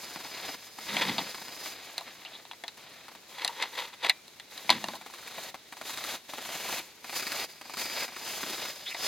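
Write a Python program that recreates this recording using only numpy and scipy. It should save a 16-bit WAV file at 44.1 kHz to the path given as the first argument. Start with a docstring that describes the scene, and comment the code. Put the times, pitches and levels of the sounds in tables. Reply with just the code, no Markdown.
"""Boots crunch in deep, cold snow while a stiff jacket and trousers swish. The man drags a chainsaw out
of a plastic sled, works the plastic sheath off its bar and tosses it back, then wades close past.
Each step crushes snow grains and gives way in a run of creaking slips; the cloth hisses as its threads
catch and let go. The plastic scrapes, clacks and booms, and the steel bar rings faintly once.
Behind it all is the faint hiss of a still marsh, where the open snow returns no echo."""
import sys
import numpy as np
from scipy import signal
from scipy.fft import rfft, irfft, next_fast_len
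from scipy.io import wavfile
from scipy.ndimage import uniform_filter1d

SR = 44100
rng = np.random.default_rng(int(sys.argv[2]) if len(sys.argv) > 2 else 0)


def materialize(psi):
    """Save the field psi as 16-bit PCM at rate SR to the path in sys.argv[1].

    A 1-D psi becomes a single channel; in a 2-D psi each row is a channel.
    """
    bounded = np.clip(np.atleast_2d(psi).T, -1, 1)
    quanta = np.round(bounded * 32767).astype(np.int16)
    wavfile.write(sys.argv[1], SR, quanta)


N = 399987
TIME = np.arange(N) / SR

# A boot takes weight. Each row: start in seconds, length in seconds, snow level at full weight in dB,
# swell up to full weight in dB, cloth level in dB. Levels in all tables are relative.
STEPS = [(0.033, 0.511, -39.5, 10, -49.5), (0.782, 0.53, -41.5, 7, -50.5), (1.32, 0.408, -49, -2, -56),
         (1.728, 0.67, -52.5, -5, -70), (2.778, 0.41, -57, -6, -72), (3.288, 0.595, -52, 1, -58.5),
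         (4.515, 0.45, -48.5, 1.5, -53.5), (4.979, 0.52, -42.5, 13, -50), (5.721, 0.44, -37.5, 21, -44),
         (6.297, 0.501, -38, 8, -44), (7.044, 0.4, -36, 13, -42), (7.65, 0.4, -35.5, 18, -42),
         (8.063, 0.65, -39.5, 10, -48.5), (8.965, 0.12, -32.5, 15, -38)]
# A leg or sleeve sweeps past the jacket. Each row: peak time, rise and fall in seconds, level in dB.
SWISHES = [(0.02, 0.27, 0.45, -50.5), (0.67, 0.63, 0.1, -56.5), (0.95, 0.28, 0.58, -46.5),
           (1.66, 0.16, 0.14, -45), (1.85, 0.15, 0.75, -57.5), (3.81, 0.102, 0.071, -50.5),
           (5.88, 0.063, 0.25, -43.5), (6.53, 0.022, 0.091, -43), (6.72, 0.12, 0.17, -41),
           (7.165, 0.055, 0.1, -38), (7.495, 0.026, 0.13, -53.5), (7.8, 0.036, 0.13, -39),
           (8.28, 0.18, 1, -43.5), (8.89, 0.064, 0.19, -52.5)]


def walking(full_weight_at=0.89, swell_curve=0.93, cloth_follows=0.99, swish_rasp_db=3.5):
    """Loudness of snow and cloth: each step swells under the weight, eases, and stops once packed."""
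    snow_power, cloth_power = from_db(-57.5) ** 2, from_db(-64.5) ** 2  # he is never quite still
    for start, length, snow_db, swell_db, cloth_db in STEPS:
        sinking = stroke(start, start + length, rise_s=0.027, fall_s=0.026)
        from_full_weight = np.abs(1 - (TIME - start) / (full_weight_at * length))
        drop_db = swell_db * np.minimum(from_full_weight, 1) ** swell_curve
        snow_power += (sinking * from_db(snow_db - drop_db)) ** 2
        cloth_power += (sinking * from_db(cloth_db - cloth_follows * drop_db)) ** 2
    swish = strokes(SWISHES)
    rasp = from_db(swish_rasp_db) * swish  # the snow sound doubles as the coarse, low part of a swish
    return np.hypot(np.sqrt(snow_power), rasp), np.hypot(np.sqrt(cloth_power), swish)


# The tone of crushed snow. Each row: frequency in Hz, level in dB.
SNOW_TONE = [(50, -18.5), (200, -4.5), (720, 1.5), (1300, -2), (2200, 2.5), (3000, -2), (4000, 0.5),
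             (5000, -6), (12000, -38.5)]


def crushed_snow(load, gain_db=-1.0, clump_db=1.5, jerks_per_s=32, grunt_db=-14.0):
    """Ice crystals break under the sole; the boot sinks in small uneven jerks, each with a dull grunt."""
    crystals = rms_one(colour(grains(per_s=14000, spread_db=3.5), SNOW_TONE))
    jerk_rate = jerks_per_s * np.exp(0.5 * drift(per_s=jerks_per_s))
    jerk_phase = np.cumsum(jerk_rate) / SR % 1  # runs from 0 to 1 between jerks
    grunts = rms_one(band(rng.standard_normal(N) * np.exp(-9.6 * jerk_phase), 516, 1280))
    weight = load * from_db(gain_db + clump_db * drift(per_s=110))
    return weight * (crystals + from_db(grunt_db) * grunts)


# The snow gives way under a boot. Each row: start in seconds, creak level in dB, crunch level in dB.
STRONG_SLIPS = [(0.032, -54, -47), (0.107, -49, -48), (0.159, -37.5, -42.5), (0.246, -42, -42.5),
                (0.488, -38, -47), (0.544, -44, -42.5), (0.786, -40.5, -42), (1.345, -40, -38.5),
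                (1.417, -44, -44.5), (1.481, -46, -42.5), (1.563, -49, -46), (1.658, -43, -39.5),
                (2.772, -53.5, -49), (3.081, -46, -47.5), (3.15, -45.5, -49.5), (5.012, -43, -45.5),
                (5.062, -40, -46), (5.137, -47, -43.5), (5.273, -52, -39), (5.381, -37.5, -43.5),
                (5.543, -35.5, -41.5), (5.724, -43, -40.5), (5.812, -37.5, -40), (5.895, -40, -39),
                (5.973, -44.5, -35), (6.039, -42, -33.5), (6.139, -40, -51), (6.291, -43, -56),
                (6.335, -34.5, -42.5), (6.382, -37.5, -47), (6.49, -37.5, -40.5), (6.554, -38, -42),
                (6.599, -41, -41), (6.688, -34, -34.5), (6.725, -36, -37), (7.043, -42.5, -43.5),
                (7.094, -39.5, -39.5), (7.128, -39.5, -40), (7.196, -42, -34), (7.224, -42, -36),
                (7.267, -49, -32.5), (7.318, -37.5, -32), (7.612, -41.5, -44.5), (7.696, -41, -44.5),
                (7.736, -41.5, -38.5), (7.77, -49, -35.5), (7.854, -48, -37.5), (7.898, -48, -38),
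                (8.079, -42, -44), (8.164, -44.5, -39.5), (8.263, -46, -45.5), (8.371, -41.5, -44),
                (8.43, -37.5, -34.5), (8.497, -48, -36.5), (8.532, -51, -39), (8.58, -50, -38.5)]


def slip_runs(gap_s=0.042, most_gaps=3, weaker_db=-5.5):
    """A boot breaks through in an even run: weaker slips fill in between strong ones that are close."""
    rows = list(STRONG_SLIPS)
    for this, following in zip(np.array(STRONG_SLIPS), np.array(STRONG_SLIPS[1:])):
        gaps = round((following[0] - this[0]) / gap_s)
        if gaps <= most_gaps:
            rows += [this + (following - this) * k / gaps + [0, weaker_db, weaker_db]
                     for k in range(1, gaps)]
    return rows


# The tone of a slip's crunch. Each row: frequency in Hz, level in dB.
CRUNCH_TONE = [(100, -17), (700, -5.5), (1400, 1), (2400, 0), (3000, -6.5), (4200, -3.5), (6000, -10),
               (15000, -17)]
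# The thud of snow packing. Each row: time in seconds, level in dB against the slip's louder part.
PACKING_THUD = [(0.2, -6.5), (5.5, -18.5), (7.3, -16), (8.5, -6)]
CATCH_GAP_S = 0.00585


def snow_slips(catch_count=3, loss_db=5, rise_s=0.00095, creak_t60=0.014, crunch_t60=0.023):
    """Each slip is a stutter of gritty breaks; the packed layer adds a hollow pop and a dull thud."""
    out, t = np.zeros(N), TIME[:SR // 10]
    catch_number = np.arange(catch_count)[:, None]
    for start, creak_db, crunch_db in slip_runs():
        gaps = CATCH_GAP_S * rng.uniform(0.7, 1.3, catch_number.shape)
        age = np.maximum(t - (np.cumsum(gaps, axis=0) - gaps[0]), 0)
        catches = from_db(-loss_db * catch_number) * (1 - np.exp(-age / rise_s))
        pops = rng.standard_normal(len(t)) * np.sum(catches * fade(age, creak_t60), axis=0)
        grit = rng.standard_normal(len(t)) * np.sum(catches * fade(age, crunch_t60), axis=0)
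        creak_hz = 880 * 2 ** (0.05 * (crunch_db - creak_db))  # a crisper slip creaks higher
        thud_db = max(creak_db, crunch_db) + np.interp(start, *np.transpose(PACKING_THUD))
        add(out, start, from_db(creak_db) * peak_one(resonate(pops, [(creak_hz, 310, 0)])))
        add(out, start, from_db(crunch_db) * peak_one(colour(grit, CRUNCH_TONE)))
        add(out, start, from_db(thud_db) * peak_one(band(pops, 215, 405)))
    return out


def snow_holding(dip_db=1.5, hold_s=0.03):
    """Just before each slip the snow bears the weight, so the crushing gets a little quieter."""
    held = np.zeros(N)
    for start, _, _ in slip_runs():
        add(held, start - hold_s, np.hanning(round((hold_s + CATCH_GAP_S) * SR)))
    return from_db(-dip_db * held)


# The tone of stiff cloth rubbing. Each row: frequency in Hz, level in dB.
CLOTH_TONE = [(60, -23), (280, -24), (1300, -14), (4300, 6.5), (5600, 3.5), (6700, 8.5), (8200, -1),
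              (9300, 2.5), (10300, -0.5), (13000, 2.5), (16000, -5.5)]


def clothes(brushing, gain_db=2.5, flutter_db=1.4):
    """Countless threads of stiff cloth catch and let go: a bright, slightly fluttering swish."""
    mid, side = (rms_one(colour(grains(per_s=30000, spread_db=-1.0), CLOTH_TONE)) for _ in range(2))
    flutter = from_db(gain_db + flutter_db * drift(per_s=87))
    return brushing * flutter * widen(mid, band(side, 5300, 5900, order=1), side_db=0.5)


# Cloth squeaks. Each row: start and length in seconds, first and last pitch in Hz, level in dB.
SQUEAKS = [(2.247, 0.032, 2720, 3050, -41), (2.324, 0.055, 3500, 3760, -44),
           (8.845, 0.071, 2990, 4230, -37.5), (8.856, 0.04, 1847, 2280, -42),
           (8.887, 0.0556, 2500, 2330, -37.5)]


def sleeve_squeaks(roughness_hz=340):
    """Ribbed cloth sliding on itself chirps roughly, its pitch following the speed of the arm."""
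    out = np.zeros(N)
    for start, length, first_hz, last_hz, db in SQUEAKS:
        size = round(length * SR)
        ribs = np.sin(2 * np.pi * np.cumsum(np.linspace(first_hz, last_hz, size)) / SR)
        grip = band(rng.standard_normal(SR // 10), 20.0, roughness_hz)[:size]
        add(out, start, from_db(db) * peak_one(ribs * grip * np.hanning(size)))
    return out


# A high sheen on the walker's sound, and a lower rasp that comes up as he brushes past.
# Each row: time in seconds, frequency in Hz, level in dB.
SHEEN = [(0, 5010, 1), (1.6, 5000, 3.5), (2.2, 4900, -18), (6.8, 4730, -23), (7.15, 4820, 1.5),
         (7.9, 4840, 7), (8.4, 5030, -0.5), (9.07, 5015, 10)]
RASP = [(0, 4000, -21), (6.2, 3800, -3), (6.7, 2530, -9), (8.1, 2370, -6), (8.55, 3586, -6)]


def shifting_resonances(walker, sheen_width_hz=300, rasp_width_hz=420):
    """Two narrow bands of the walker's sound glide and swell as he moves."""
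    out = 0
    for curve, width_hz in ((SHEEN, sheen_width_hz), (RASP, rasp_width_hz)):
        times, hz, db = np.transpose(curve)
        ringing = moving_resonance(walker, np.interp(TIME, times, hz), width_hz)
        out += from_db(np.interp(TIME, times, db)) * ringing
    return out


# How the gear rings: the plastic wall, a hard click of the steel bar, and the hollow sheath and sled. # Each
# row: frequency in Hz, width in Hz, level in dB.
PLASTIC_MODES = [(537, 100, -3.5), (750, 36, -2.5), (950, 130, -2), (2020, 227, 5), (2520, 620, -5),
                 (3394, 270, 3), (3830, 820, 0.5)]
SNAP_MODES = [(1835, 110, -5), (2790, 100, -6), (4040, 250, 1.5)]
HOLLOW_MODES = [(280, 130, -11), (682, 130, 4.5), (975, 200, 5)]
# Saw, sheath and sled knock together; the row at 2.452 s is a glove creaking as he handles them. # Each row:
# start in seconds, clack, hollow and tick levels in dB.
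KNOCKS = [(0.9667, -14.5, -22, -43), (1.0214, -18, -28, -53), (1.1816, -16, -21, -46),
          (1.19, -21.5, -21, -46), (1.98, -22, -28.5, -34), (2.009, -44, -30.5, -49),
          (2.25, -29, -39.5, -69), (2.452, -41, -38.5, -57), (2.512, -28, -33.5, -70),
          (2.533, -36, -39, -69), (2.6375, -27.5, -28.5, -48), (2.68, -26, -55.5, -43.5),
          (3.4473, -19.5, -25.5, -28.5), (3.4774, -37.5, -41, -32.5), (3.6244, -16, -25.5, -38.5),
          (4.046, -20, -19.5, -52), (4.096, -7.5, -30, -23), (4.28, -42, -47, -52),
          (4.398, -32.5, -43, -48.5), (4.577, -34, -47, -46), (4.693, -8.5, -11.5, -49),
          (4.7022, -7, -7.5, -24), (4.8411, -35, -19.5, -36.5), (4.885, -24.5, -23.5, -46),
          (4.935, -46, -28.5, -59), (4.954, -50, -34, -47.5), (8.9457, -25, -28, -53)]


def knocks(rise_s=0.00013, crack_s=0.00046, ring_db=9.0, spread_db=7.5):
    """A hard hit and a dying chatter: a bright tick and snap, the wall's clack, the hollow body's note."""
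    out, t = np.zeros(N), TIME[:SR // 6]

    def contact(t60):
        force = (1 - np.exp(-t / rise_s)) * (3.0 * np.exp(-t / crack_s) + fade(t, t60))
        return rng.standard_normal(len(t)) * force

    for start, clack_db, hollow_db, tick_db in KNOCKS:
        blow = contact(t60=0.054)
        # each spot that is hit brings out different notes
        modes = [(hz, width, db + spread_db * rng.standard_normal()) for hz, width, db in PLASTIC_MODES]
        wall = band(blow + from_db(ring_db) * resonate(blow, modes), 1430, 4700)
        add(out, start, from_db(clack_db - 8.0) * peak_one(wall))
        add(out, start, from_db(tick_db) * peak_one(band(contact(t60=0.031), 2500, 10100)))
        add(out, start, from_db(tick_db + 7.5) * peak_one(resonate(contact(t60=0.031), SNAP_MODES)))
        add(out, start, from_db(hollow_db - 9.5) * peak_one(resonate(contact(t60=0.075), HOLLOW_MODES)))
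    return out


# Gear skids over the sled. Each row: peak time, rise and fall in seconds, scrape and rumble levels in dB.
SKIDS = [(0.89, 0.027, 0.13, -36, -52), (0.955, 0.098, 0.16, -36, -40.5), (1.025, 0.11, 0.059, -27.5, -40),
         (1.095, 0.095, 0.082, -30, -36.5), (1.2, 0.046, 0.08, -41, -39.5),
         (4.705, 0.0063, 0.064, -26.5, -37.5), (4.76, 0.13, 0.08, -40, -43.5), (4.9, 0.174, 0.13, -52, -47)]
# The bar slides in its sheath. Each row: peak time, rise and fall in seconds, level in dB.
PULLS = [(3.42, 0.106, 0.21, -38), (3.625, 0.0694, 0.062, -30), (3.79, 0.065, 0.1, -30.5),
         (3.94, 0.014, 0.0135, -40.5), (4.05, 0.034, 0.044, -26), (4.095, 0.035, 0.02, -27)]
# The air in the sheath hums as the bar works loose. One row, laid out like a pull.
LOOSENING = (3.5, 0.03, 0.02, -34)


def scraping(judder_db=2.5, rasp_db=-8.5, sheath_hz=935, sheath_width_hz=83):
    """Sticking and slipping rings the plastic over a dry rasp; air in the sheath adds a hollow note."""
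    catches = grains(per_s=3600, spread_db=1.5) * from_db(judder_db * drift(per_s=190))
    scrape = resonate(catches, PLASTIC_MODES) + from_db(rasp_db) * band(catches, 430, 4170, order=3)
    hum = resonate(catches, [(sheath_hz, sheath_width_hz, -5)])
    skidding = strokes([(peak, rise, fall, db) for peak, rise, fall, db, _ in SKIDS])
    return (skidding * rms_one(scrape)
            + strokes(PULLS) * rms_one(scrape + hum)
            + strokes([LOOSENING]) * rms_one(hum))


# The low notes of the sled's walls. Each row: frequency in Hz, width in Hz, level in dB.
SLED_MODES = [(118.3, 60, -11), (204, 41, 3), (240.5, 53, 0), (328, 52, -3.5)]


def sled_rumble():
    """The wide walls of the sled boom as the load skids over them."""
    shifting = strokes([(peak, rise, fall, db) for peak, rise, fall, _, db in SKIDS])
    return shifting * rms_one(resonate(grains(per_s=1000, spread_db=-1.0), SLED_MODES))


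# The notes of the saw's steel bar. Each row: frequency in Hz, level in dB, seconds to fade by 60 dB.
BAR_MODES = [(2370, -9, 0.47), (3950, 10, 0.094)]
# A jolt to the bar. Each row: start in seconds, level in dB.
BAR_JOLTS = [(4.0953, -40)]


def bar_ring():
    """The jolted steel bar rings with two thin, dying notes."""
    out, t = np.zeros(N), TIME[:SR]
    ring = sum(from_db(db) * fade(t, t60) * np.sin(2 * np.pi * hz * t) for hz, db, t60 in BAR_MODES)
    for start, db in BAR_JOLTS:
        add(out, start, from_db(db) * ring)
    return out


# The tone of the air. Each row: frequency in Hz, level in dB.
AIR_TONE = [(25, -14), (100, 4), (400, 8), (1100, -6.5), (2100, -6.5), (4300, -3), (16000, -16)]


def still_air(gain_db=-62.5):
    """The faint, even hiss of a windless day; its low part is alike in both ears."""
    mid, side = (rms_one(colour(rng.standard_normal(N), AIR_TONE)) for _ in range(2))
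    return from_db(gain_db) * widen(mid, 0.17 * side + band(side, 1200, 13000, order=1), side_db=3.5)


def from_db(db):
    """Turn decibels into a gain to multiply by."""
    return 10 ** (np.asarray(db) / 20)


def fade(t, t60):
    """A gain that drops by 60 dB every t60 seconds."""
    return from_db(-60 * t / t60)


def rms_one(x):
    """Scale to an average (rms) level of one."""
    return x / np.sqrt(np.mean(x ** 2) + 1e-20)


def peak_one(x):
    """Scale so that the loudest four milliseconds have a level of one."""
    return x / np.sqrt(uniform_filter1d(x ** 2, size=176).max() + 1e-20)


def at_hz(points, hz):
    """Read between a table's rows on a log-frequency scale."""
    frequencies, values = np.transpose(points)
    return np.interp(np.log(hz + 1), np.log(frequencies), values)


def colour(x, tone, size=4096):
    """Give a sound the tone in a table, with no ringing ahead of it (minimum phase)."""
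    gains = from_db(at_hz(tone, np.fft.rfftfreq(size, 1 / SR)))
    cepstrum = irfft(np.log(gains))
    cepstrum[1:size // 2] *= 2
    cepstrum[size // 2 + 1:] = 0
    return signal.oaconvolve(x, irfft(np.exp(rfft(cepstrum))))[:len(x)]


def band(x, low_hz, high_hz, order=2):
    """Keep what lies between two frequencies."""
    return signal.sosfilt(signal.butter(order, [low_hz, high_hz], "band", fs=SR, output="sos"), x)


def resonate(x, modes):
    """Let a sound ring at each mode, and add the results with alternating signs."""
    out = 0
    for k, (hz, width, db) in enumerate(modes):
        r = np.exp(-np.pi * width / SR)
        ringing = signal.lfilter([1, 0, -1], [1, -2 * r * np.cos(2 * np.pi * hz / SR), r * r], x)
        out += (-1) ** k * from_db(db) * (1 - r * r) / 2 * ringing
    return out


def moving_resonance(x, hz, width_hz):
    """Let a sound ring at one gliding frequency."""
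    turn = np.exp(2j * np.pi * np.cumsum(hz) / SR)
    r = np.exp(-np.pi * width_hz / SR)
    return 2 * np.real(turn * signal.lfilter([1 - r], [1, -r], x / turn))


def drift(per_s):
    """A smooth random wander with a typical size of one."""
    knots = rng.standard_normal(8192)
    return rms_one(np.interp(TIME * per_s, np.arange(len(knots)), knots))


def grains(per_s, spread_db):
    """Tiny clicks of random size at random times."""
    sizes = from_db(spread_db * np.minimum(rng.exponential(1, N), 4)) * rng.choice([-1, 1], N)
    return rms_one(sizes * (rng.random(N) < per_s / SR)) + 1e-18


def stroke(start, end, rise_s, fall_s):
    """A gain that is one from start to end, and 20 dB down rise_s before and fall_s after."""
    outside = np.maximum((start - TIME) / rise_s, (TIME - end) / fall_s)
    return from_db(-20 * np.clip(outside, 0, 10))


def strokes(rows):
    """The combined gain of several movements that each rise to a peak and fall."""
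    return np.sqrt(sum((from_db(db) * stroke(peak, peak, rise, fall)) ** 2
                       for peak, rise, fall, db in rows))


def add(track, start_s, sound):
    """Mix a sound into a track."""
    start = max(0, round(start_s * SR))
    track[start:start + len(sound)] += sound[:max(0, N - start)]


def widen(mid, side, side_db):
    """Spread a sound out: add the side signal on the left, subtract it on the right."""
    return mid + from_db(side_db) * side * np.array([[1], [-1]])


def scene():
    """Mix the walker, his gear and the air."""
    load, brushing = walking()
    walker = clothes(brushing) + sleeve_squeaks() + crushed_snow(load * snow_holding()) + snow_slips()
    walker += shifting_resonances(walker)
    gear = scraping() + sled_rumble() + knocks() + bar_ring()
    return walker + gear + still_air()


# Timing between the sides. Each row: frequency in Hz, how far the left leads in radians.
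LEFT_LEAD = [(300, -0.15), (2500, 0.45), (4600, 0), (5500, -1.93), (6400, 1.1), (10000, 0.5)]
# Balance between the sides. Each row: frequency in Hz, left minus right in dB.
BALANCE = [(300, 0), (1200, 2.3), (3000, 1), (8000, -1), (12000, 0)]


def record(dry, cutoff_hz=15950):
    """Two close microphones each get their own phase and level; the highest treble is cut steeply."""
    size = next_fast_len(N + 4096)
    hz = np.fft.rfftfreq(size, 1 / SR)
    half = np.array([[0.5], [-0.5]])
    response = from_db(half * at_hz(BALANCE, hz)) * np.exp(1j * half * at_hz(LEFT_LEAD, hz))
    heard = irfft(rfft(dry, size) * response, size)[:, :N]
    return signal.sosfilt(signal.ellip(12, 0.1, 80, cutoff_hz, fs=SR, output="sos"), heard)


dry = scene()
out = record(dry)
materialize(out)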